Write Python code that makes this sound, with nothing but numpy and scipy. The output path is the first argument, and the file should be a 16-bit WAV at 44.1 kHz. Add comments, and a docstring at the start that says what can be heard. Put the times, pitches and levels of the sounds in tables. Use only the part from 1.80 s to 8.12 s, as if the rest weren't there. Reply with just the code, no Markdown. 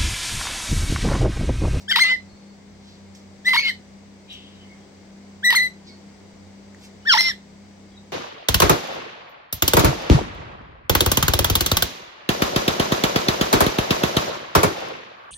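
"""A parrot chick begs four times close to a phone on a kitchen table: a whistle near 2 kHz, made of harmonic
partials, breaks down into a rasp of air gated once a cycle, and returns. At times the other side of the syrinx
joins and beats with it. Far chicks peep faintly as gliding sines, and paper and spoon make resonant noise
rustles and damped ticks. An appliance hums in wavering lines over the air noise of a small diffuse room."""
import sys
import numpy as np
from scipy import signal
from scipy.fft import rfft, irfft
from scipy.io import wavfile
from scipy.ndimage import uniform_filter1d

SR = 44100
rng = np.random.default_rng(int(sys.argv[2]) if len(sys.argv) > 2 else 0)


def to_wav(s):
    """Save 16-bit WAV."""
    ch = np.atleast_2d(s).T  # columns
    pcm = np.round(np.clip(ch, -1, 1) * 32767)  # PCM
    wavfile.write(sys.argv[1], SR, pcm.astype(np.int16))


N = 278712

# Air noise of the room: frequency_hz, density_db (relative), left_minus_right_db, likeness_of_sides (0-1)
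AIR_SPECTRUM = [(25, -15, 19, .9), (60, -25.5, -21.5, 0.6), (129, -4.5, 12, 0), (250, 1, 2, 1),
                (500, -3, 3.5, 0.3), (800, -8, 0.5, 0.5), (1300, -14, -0.5, 0), (2030, -14, 0, 0.18),
                (2780, -18, 0.5, 0), (4640, -18.5, 6.5, 0), (9200, -22.5, 4, 0.07), (8670, -24, 22.5, 0),
                (12000, -51, -11.5, 0.58), (16000, -33.5, 1, 0.08)]
# Bands where the air hiss stands out: frequency_hz, rise_db
HISS_BANDS = [(2150, 4), (4800, 4), (5900, 4), (7700, 3)]
AIR_LEVEL_DB, HISS_BAND_WIDTH_HZ = -50, 150
# Appliance hum lines: frequency_hz, level_db, left_minus_right_db, waver_db
HUM_LINES = [(59.2, -66, 3, 4), (92.7, -57, -6, 3.5), (166.8, -63.5, -1, 3.5), (198.7, -48.5, 1.5, 1.6),
             (397, -70, -1.5, 3)]

# Whistled peeps of far chicks: start_s, length_s, start_hz, end_hz, level_db
FAR_PEEPS = [(.47, .05, 4300, 4500, -67), (.525, .05, 4200, 4400, -67), (.58, .05, 4200, 4400, -68),
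             (.62, .14, 4400, 4350, -69), (2.468, .025, 2400, 2400, -58), (2.478, .06, 3850, 3900, -57),
             (2.485, .11, 2850, 3100, -57), (2.515, .025, 5950, 6000, -59), (2.59, .08, 3200, 3200, -64),
             (2.73, .05, 3750, 3700, -64), (2.755, .13, 3050, 3000, -65), (2.825, .04, 2000, 2100, -62),
             (2.87, .09, 2150, 2100, -59), (3.0, .04, 3300, 3300, -63), (4.065, .07, 2200, 2200, -64),
             (4.07, .08, 4700, 4500, -63), (5.21, .045, 3000, 2800, -62), (6.09, .06, 3500, 3200, -67),
             (6.145, .05, 3850, 3750, -62)]
FAR_ROOM_SEND_DB = 15

# Paper and spoon rustles: peak_time_s, rise_s, fall_s (time constants), centre_hz, width_hz, gain_db
RUSTLE_EVENTS = [(0.02, 0.079, 0.024, 4830, 6000, -45), (1.09, 0.065, 0.089, 4070, 2900, -43.5),
                 (1.352, 0.0039, 0.039, 5060, 5700, -43), (2.505, 0.01, 0.12, 3140, 960, -25.5),
                 (2.53, 0.018, 0.027, 7100, 9000, -49), (4.08, 0.014, 0.037, 4375, 1500, -34),
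                 (5.051, 0.032, 0.019, 4006, 6900, -40)]
# Ticks and a dull bump: start_s, initial_level_db (peak), ring_hz, t60_s
TICK_EVENTS = [(.53, -42, 80, .12), (1.35, -40, 5600, .012), (4.9472, -37, 1900, .012),
               (4.9472, -40, 7000, .005), (5.266, -44, 6000, .005)]

# Diffuse room tail by band: centre_hz, t60_s, gain_db
ROOM_BANDS = [(690, 0.21, -10.5), (1960, 0.17, -10.5), (4850, 0.2, -6), (10000, 0.13, -9.5)]
# The two microphone ports: frequency_hz, left_minus_right_db, right_lead_rad
PORT_RESPONSE = [(300, -2, .2), (700, -7, .4), (1030, -5, .5), (1400, 0, .8), (2070, 2, .8), (2760, 3, 1.7),
                 (3450, 5, 2.7), (4130, 2, 3.5), (4820, -2, 5.3), (5500, -6, 6.5), (6200, -4, 6.8),
                 (7600, 2, 7), (10300, 2, 6.4), (13000, -7, 8.5)]
NOTCH_HZ, NOTCH_WIDTH_HZ, TOP_HZ = 9720, 2900, 15950

# Syrinx control curves, one list of points a call: time_s, pitch_hz, level_db, brightness_db
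CALL_CURVES = [
    [(0.078, 1480, -40.5, -3), (0.09, 1753, -31.5, 11), (0.105, 1849, -19.5, 8.5),
     (0.112, 1679, -24.5, 7.5), (0.126, 1488, -20.5, 9), (0.128, 2144, -23, -12), (0.155, 1915, -22, -10),
     (0.16, 1179, -17, 10.5), (0.17, 832.3, -30.5, 14), (0.188, 1014, -24.5, 10), (0.198, 1790, -20, 7.5),
     (0.203, 2039, -18.5, 7.5), (0.222, 2124, -11.5, 7.5), (0.24, 2008, -16.5, -3.5), (0.27, 2031, -20, -2),
     (0.335, 2035, -15.5, -12.5), (0.355, 2015, -26, -11), (0.364, 1667, -42.5, -5)],
    [(1.645, 1635, -45, 3), (1.658, 1907, -26, 5.5), (1.668, 1999, -19.5, 4.5), (1.682, 2024, -12.5, -0.5),
     (1.71, 2049, -17, -5), (1.728, 2039, -16.5, -7.5), (1.734, 1116, -22, 8), (1.75, 899, -23, 11),
     (1.762, 1040, -21.5, 8), (1.77, 2140, -20.5, 0.5), (1.78, 2211, -13, 1), (1.795, 2233, -17, -12.5),
     (1.803, 2197, -23, -13), (1.82, 2243, -30, -12.5), (1.84, 2185, -21.5, -6), (1.88, 2130, -23, -2),
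     (1.9, 2043, -20, 0.5), (1.915, 1657, -39, 0.5)],
    [(3.625, 1400, -49, -24), (3.638, 1725, -28.5, -2.5), (3.646, 1900, -19, 6.5), (3.654, 2014, -16, 7),
     (3.67, 1931, -14, 5), (3.7, 1983, -11, -5), (3.722, 1868, -15.5, -8), (3.727, 1011, -20.5, 9),
     (3.74, 877, -30, 12), (3.748, 1348, -23, -0.5), (3.754, 2005, -21, 12), (3.766, 2144, -15, 7),
     (3.785, 1941, -15.5, 0.5), (3.82, 2028, -18, -1), (3.862, 1994, -24, 3), (3.878, 2030, -27, -4)],
    [(5.25, 1280, -41, -14.5), (5.265, 1771, -28, -14.5), (5.28, 1837, -15.5, -9), (5.3, 1611, -18, 5),
     (5.328, 1317, -18, 8), (5.342, 985.6, -17, 6), (5.356, 841, -19, 5), (5.37, 1014, -21.5, 2.5),
     (5.379, 1790, -19.5, 0), (5.388, 2079, -16, 7), (5.41, 2051, -15, 6.5), (5.42, 2043, -25.5, -4),
     (5.46, 2089, -20, -2.5), (5.495, 2020, -22, 3), (5.52, 1632, -33, 2.5)],
]
# How the head is held in each call: port_delay_factor, beak_resonance_db, treble_db,
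# whistle_rasp_before_db, whistle_rasp_after_db (rasp under the whistle, before and after the lowest pitch)
HEAD_POSES = [(1, -8.5, -7.5, -16.5, -26), (1, -3.5, -5.5, -21, -21), (1.3, -8, 3.5, -32, -25.5),
              (1.8, 14.5, -12.5, -21, -12)]
BEAK_HZ, BEAK_WIDTH_HZ, TREBLE_HZ = 5420, 700, 6900
# Windpipe and beak colour of partials from the third up: frequency_hz, gain_db
THROAT_COLOUR = [(2000, -37), (3100, 2.5), (4300, 3), (5300, 0.5), (6200, -10), (7100, -8), (8200, -2.5),
                 (12000, 0), (16000, -9.5)]
# Windpipe and beak colour of the rasp and the mixed tones: frequency_hz, gain_db
RASP_COLOUR = [(400, -20), (900, -9), (1500, -5.5), (2200, -2.5), (3200, 3), (4300, 2.5), (5300, -3),
               (6500, -14.5), (8000, -9.5), (12000, -1.5), (16000, -28)]
# Second partial against the fundamental, by where it falls in the windpipe: frequency_hz, gain_db
SECOND_PARTIAL_COLOUR = [(1700, -11.5), (2150, -3), (2500, -14.5), (3200, 2.5), (3700, -13), (4050, -11),
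                         (4400, -4.5)]
SECOND_PER_BRIGHT_DB, UPPER_DB, UPPER_PER_BRIGHT_DB = 0.7073, -17.5, 1.76
# The rasp grows as the pitch falls below the whistle
BREAK_HZ, BREAK_SPAN_HZ, BREAK_RASP_DB = 1710, 690, -4
# Catches where the voice falters and air bursts through:
# time_s, fundamental_dip_db (a negative dip raises it), burst_level_db
VOICE_CATCHES = [(0.114, 9, -31), (.161, 2.5, -25.5), (.171, -5.5, -22.5), (1.691, 12, -29),
                 (1.703, 10.5, -36.5), (1.797, 3, -23.5), (3.706, 9.5, -23), (3.721, 7, -31),
                 (5.331, 17.5, -30.5), (5.373, 2, -32.5), (5.41, -0.5, -27)]
CATCH_WIDTH_S = .0025
HALF_LINES_DB = -3.5  # lines at odd halves of the pitch, against the burst

# Other side of the syrinx: start_s, glide_start_s, end_s, start_hz, end_hz,
# fundamental_db, second_partial_db, mixed_tones_db
SECOND_SIDE = [(.232, 0.271, .33, 2745, 3202, -39, -51, -42.5),
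               (1.784, 1.792, 1.806, 3036, 2390, -31.5, -50, -54),
               (1.805, 1.818, 1.9, 2517, 3150, -37.5, -56, -44.5),
               (5.405, 5.419, 5.505, 2710, 2738, -62, -39.5, -45)]
SIDE_PEAK_HZ, SIDE_PEAK_WIDTH_HZ, SIDE_PEAK_DB = 3007, 85, 9  # resonance that its pitch may cross


def undb(db):
    """Level definition: amplitude ratio of a level in dB."""
    return 10 ** (np.asarray(db) / 20)


def on_log(hz, table, axis=1):
    """Logarithmic frequency scale: interpolate a column of a table whose first column is Hz."""
    table = np.array(table, float)
    return np.interp(np.log(np.maximum(hz, 1)), np.log(table[:, 0]), table[:, axis])


def colour(x, table):
    """Linear filtering: weight the spectrum by (Hz, dB) points, then normalize to unit rms."""
    hz = np.arange(len(x) // 2 + 1) * SR / len(x)
    y = irfft(rfft(x) * undb(on_log(hz, table)), len(x))
    return y / np.std(y)


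def walk(rate, size=N):
    """Random modulation: levels held for 1 / rate s, smoothed twice, with unit spread."""
    hold = max(int(SR / rate), 1)
    steps = np.repeat(rng.standard_normal(size // hold + 2), hold)
    y = uniform_filter1d(uniform_filter1d(steps, hold), hold)[:size]
    return y / np.std(y)


def spread(rows):
    """Control curves: sample indices of a time table and its other columns interpolated over them."""
    s, *columns = np.transpose(rows)
    at = np.arange(int(s[0] * SR), int(s[-1] * SR))
    return at, [np.interp(at / SR, s, column) for column in columns]


def bump(x, centre, width):
    """Gaussian weighting: one at the centre, 1/e one width away."""
    return np.exp(-((x - centre) / width) ** 2)


def tone(phase, db):
    """Simple harmonic motion: a sine of rms level db."""
    return np.sqrt(2) * undb(db) * np.sin(phase)


def fade(at):
    """Gradual onset and release: linear 4 ms edges limit spectral splatter."""
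    return np.minimum(1, np.minimum(at - at[0], at[-1] - at) / (.004 * SR))


def room_air():
    """Partial coherence: shared and opposed noise mix to set the likeness of the two sides in each band."""
    hz, sides = np.arange(N // 2 + 1) * SR / N, np.array([[1], [-1]])
    like = np.clip(on_log(hz, AIR_SPECTRUM, axis=3), 0, 1)
    mid = rfft(rng.standard_normal(N)) * np.sqrt(1 + like)
    side = rfft(rng.standard_normal(N)) * np.sqrt(1 - like)
    peaks_db = sum(db * bump(hz, peak_hz, HISS_BAND_WIDTH_HZ) for peak_hz, db in HISS_BANDS)
    balance_db = sides * on_log(hz, AIR_SPECTRUM, axis=2) / 2
    shape = undb(on_log(hz, AIR_SPECTRUM) + peaks_db + balance_db)
    air = irfft((mid + sides * side) * shape, N)
    return air * undb(AIR_LEVEL_DB + 0.48 * walk(2.924)) / np.std(air)


def appliance():
    """Line spectrum with slow modulation: each hum line wavers in pitch and level."""
    out, sides = np.zeros((2, N)), np.array([[1], [-1]])
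    for line_hz, db, pan_db, waver_db in HUM_LINES:
        turn = np.cumsum(2 * np.pi * line_hz * (1 + .006 * walk(14)) / SR)
        out += tone(turn, db + waver_db * walk(21) + sides * pan_db / 2)
    return out


def far_chicks():
    """Frequency and amplitude modulation: short whistles glide with wobbling pitch and broken level."""
    out = np.zeros(N)
    for s, length, start_hz, end_hz, db in FAR_PEEPS:
        at = np.arange(int(max(s, 0) * SR), min(int((s + length) * SR), N))
        hz = np.linspace(start_hz, end_hz, len(at)) * (1 + .025 * walk(400, size=len(at)))
        level_db = db + 3. * walk(120, size=len(at))
        out[at] += np.hanning(len(at)) * tone(np.cumsum(2 * np.pi * hz / SR), level_db)
    return out


def rustles():
    """Resonance driven by noise: grainy friction passes two equal resonators, swells and fades."""
    out, t = np.zeros(N), np.arange(N) / SR
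    for s, rise, fall, hz, width, db in RUSTLE_EVENTS:
        grain = rng.standard_normal(N) * undb(0.67 * walk(600))
        b, a = signal.iirpeak(hz, hz / width, SR)
        friction = signal.lfilter(b, a, signal.lfilter(b, a, grain))
        swell = np.exp(np.where(t < s, (t - s) / rise, (s - t) / fall))
        out += undb(db) * swell * friction
    return out


def ticks():
    """Free damped vibration: a struck body rings at one frequency and dies away exponentially."""
    out, t = np.zeros(N), np.arange(N) / SR
    for s, db, hz, t60 in TICK_EVENTS:
        after = np.maximum(t - s, 0)
        out += undb(db) * np.sin(2 * np.pi * hz * after) * np.exp(-np.log(1000) * after / t60)
    return out


def room(x):
    """Diffuse reverberation: broad bands of noise die away, unrelated on the two sides."""
    t, tail = np.arange(SR // 2) / SR, 0
    for hz, t60, db in ROOM_BANDS:
        sos = signal.butter(2, [hz / 1.5, hz * 1.5], "band", fs=SR, output="sos")
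        band = signal.sosfilt(sos, rng.standard_normal((2, len(t))))
        decay = np.exp(-np.log(1000) * t / t60) * (t > .004)  # silent for the first 4 ms
        tail = tail + undb(db) * band * decay / np.sqrt(np.sum(decay ** 2))
    return signal.fftconvolve(x[None], tail)[:, :N]


def ports(x, delay=1, beak_db=0, treble_db=0):
    """Diffraction and directivity: the phone body colours and delays each port; the beak's aim tilts the treble."""
    hz, sides = np.arange(N // 2 + 1) * SR / N, np.array([[1], [-1]])
    beak = beak_db * bump(hz, BEAK_HZ, BEAK_WIDTH_HZ)
    treble = treble_db / (1 + (TREBLE_HZ / (hz + 1)) ** 8)
    balance_db = sides * on_log(hz, PORT_RESPONSE) / 2
    lead = np.exp(-.5j * sides * delay * on_log(hz, PORT_RESPONSE, axis=2))
    return irfft(rfft(x) * undb(beak + treble + balance_db) * lead, N)


def second_side(phase):
    """Nonlinear coupling: the two sides beat and pair their beats; mixed tones stand half the pitch gap apart."""
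    out = np.zeros(N)
    for start, climb, end, low_hz, high_hz, db, second_db, mix_db in SECOND_SIDE:
        at, (hz,) = spread([(start, low_hz), (climb, low_hz), (end, high_hz)])
        first_db = db + SIDE_PEAK_DB * bump(hz, SIDE_PEAK_HZ, SIDE_PEAK_WIDTH_HZ)
        turn = np.cumsum(2 * np.pi * hz * (1 + .004 * walk(300, size=len(at))) / SR)
        flutter = 4. * walk(600, size=len(at))
        side = tone(turn, first_db + flutter) + tone(2 * turn, second_db + flutter)
        half_gap = (turn - phase[at]) / 2
        for m in range(4):
            for n in (-2, -1, 1, 2, 3):
                mixed = m * phase[at] + n * half_gap
                mixed_hz = np.abs(uniform_filter1d(np.gradient(mixed), size=64)) * SR / (2 * np.pi)
                mixed_db = mix_db + on_log(mixed_hz, RASP_COLOUR) + 4. * walk(90, size=len(at))
                side += tone(mixed, mixed_db)
        out[at] += side * fade(at)
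    return out


def snap(rows):
    """Period doubling: a pitch fall beyond a ratio of 1.5 is a sudden pairing of cycles, not a glide."""
    out = [rows[0]]
    for row in rows[1:]:
        if row[1] < out[-1][1] / 1.5:
            out.append((row[0] - .0008, out[-1][1], *row[2:]))  # hold the pitch until 0.8 ms before
        out.append(row)
    return out


def chick():
    """Self-sustained oscillation: syrinx partials share one phase, and each cycle gates a puff of air."""
    out, phase = np.zeros(N), np.zeros(N)
    catch_s, catch_dip_db, catch_burst_db = np.transpose(VOICE_CATCHES)
    for rows, (_, _, _, before_db, after_db) in zip(CALL_CURVES, HEAD_POSES):
        at, (hz, db, bright_db) = spread(snap(rows))
        db, bright_db = (uniform_filter1d(curve, size=130) for curve in (db, bright_db))
        catch = bump(at[:, None] / SR, catch_s, CATCH_WIDTH_S)
        first_db = db - catch @ catch_dip_db
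        second_db = db + on_log(2 * hz, SECOND_PARTIAL_COLOUR) + SECOND_PER_BRIGHT_DB * bright_db
        upper_db = db + UPPER_DB + UPPER_PER_BRIGHT_DB * bright_db

        broken = np.clip((BREAK_HZ - hz) / BREAK_SPAN_HZ, 0, 1)  # 0 whistle, 1 rasp
        whistle_db = np.where(at < at[np.argmin(hz)], before_db, after_db)
        burst = catch @ undb(catch_burst_db)
        rasp = undb(db + broken * BREAK_RASP_DB + (1 - broken) * whistle_db) + burst

        rough = np.clip(rasp / undb(first_db), 0, 1) ** 2  # the more rasp, the less even the cycles
        jitter = .055 * rough * walk(700, size=len(at))
        turn = np.cumsum(2 * np.pi * hz * (1 + jitter) / SR)
        shake = 0.6 * rough * walk(500, size=len(at))
        voice = tone(turn, first_db + shake + 0.56 * walk(70, size=len(at)))
        voice += tone(2 * turn, second_db + shake)
        for k in range(3, 18):
            shimmer = shake + 0.97 * walk(210, size=len(at))
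            partial_db = upper_db + shimmer + on_log(k * hz, THROAT_COLOUR) - 4.3 * (k - 3)
            voice += (k * hz < TOP_HZ) * tone(k * turn + k, partial_db)

        # in a catch the cycles pair up
        for k in range(3):
            half_db = HALF_LINES_DB + on_log((k + .5) * hz, RASP_COLOUR)
            voice += burst * tone((k + .5) * turn, half_db)
        puffs = rng.standard_normal(len(at)) * np.exp(2. * np.cos(turn))
        voice += rasp * undb(3.5 * walk(250, size=len(at))) * colour(puffs, RASP_COLOUR)
        out[at] += voice * fade(at)
        phase[at] = turn
    return out + second_side(phase)


def scene():
    """Superposition: near sources reach the ports directly and by the room; far chicks are mostly room."""
    far, near, voice = far_chicks(), rustles() + ticks(), chick()
    t, calls = np.arange(N) / SR, 0
    for rows, (delay, beak_db, treble_db, _, _) in zip(CALL_CURVES, HEAD_POSES):
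        sounding = (t >= rows[0][0]) * (t <= rows[-1][0])
        calls = calls + ports(voice * sounding, delay, beak_db, treble_db)
    direct = calls + ports(near) + ports(far, delay=0.048)
    tail = room(voice + near + undb(FAR_ROOM_SEND_DB) * far)
    return direct + tail + room_air() + appliance()


def record(dry):
    """Transducer response: the microphone has a dip near 10 kHz and a steep cut at the top."""
    b, a = signal.iirnotch(NOTCH_HZ, NOTCH_HZ / NOTCH_WIDTH_HZ, SR)
    top_cut = signal.ellip(12, .2, 110, TOP_HZ, fs=SR, output="sos")
    return signal.sosfilt(top_cut, signal.lfilter(b, a, dry))


dry = scene()
out = record(dry)
to_wav(out)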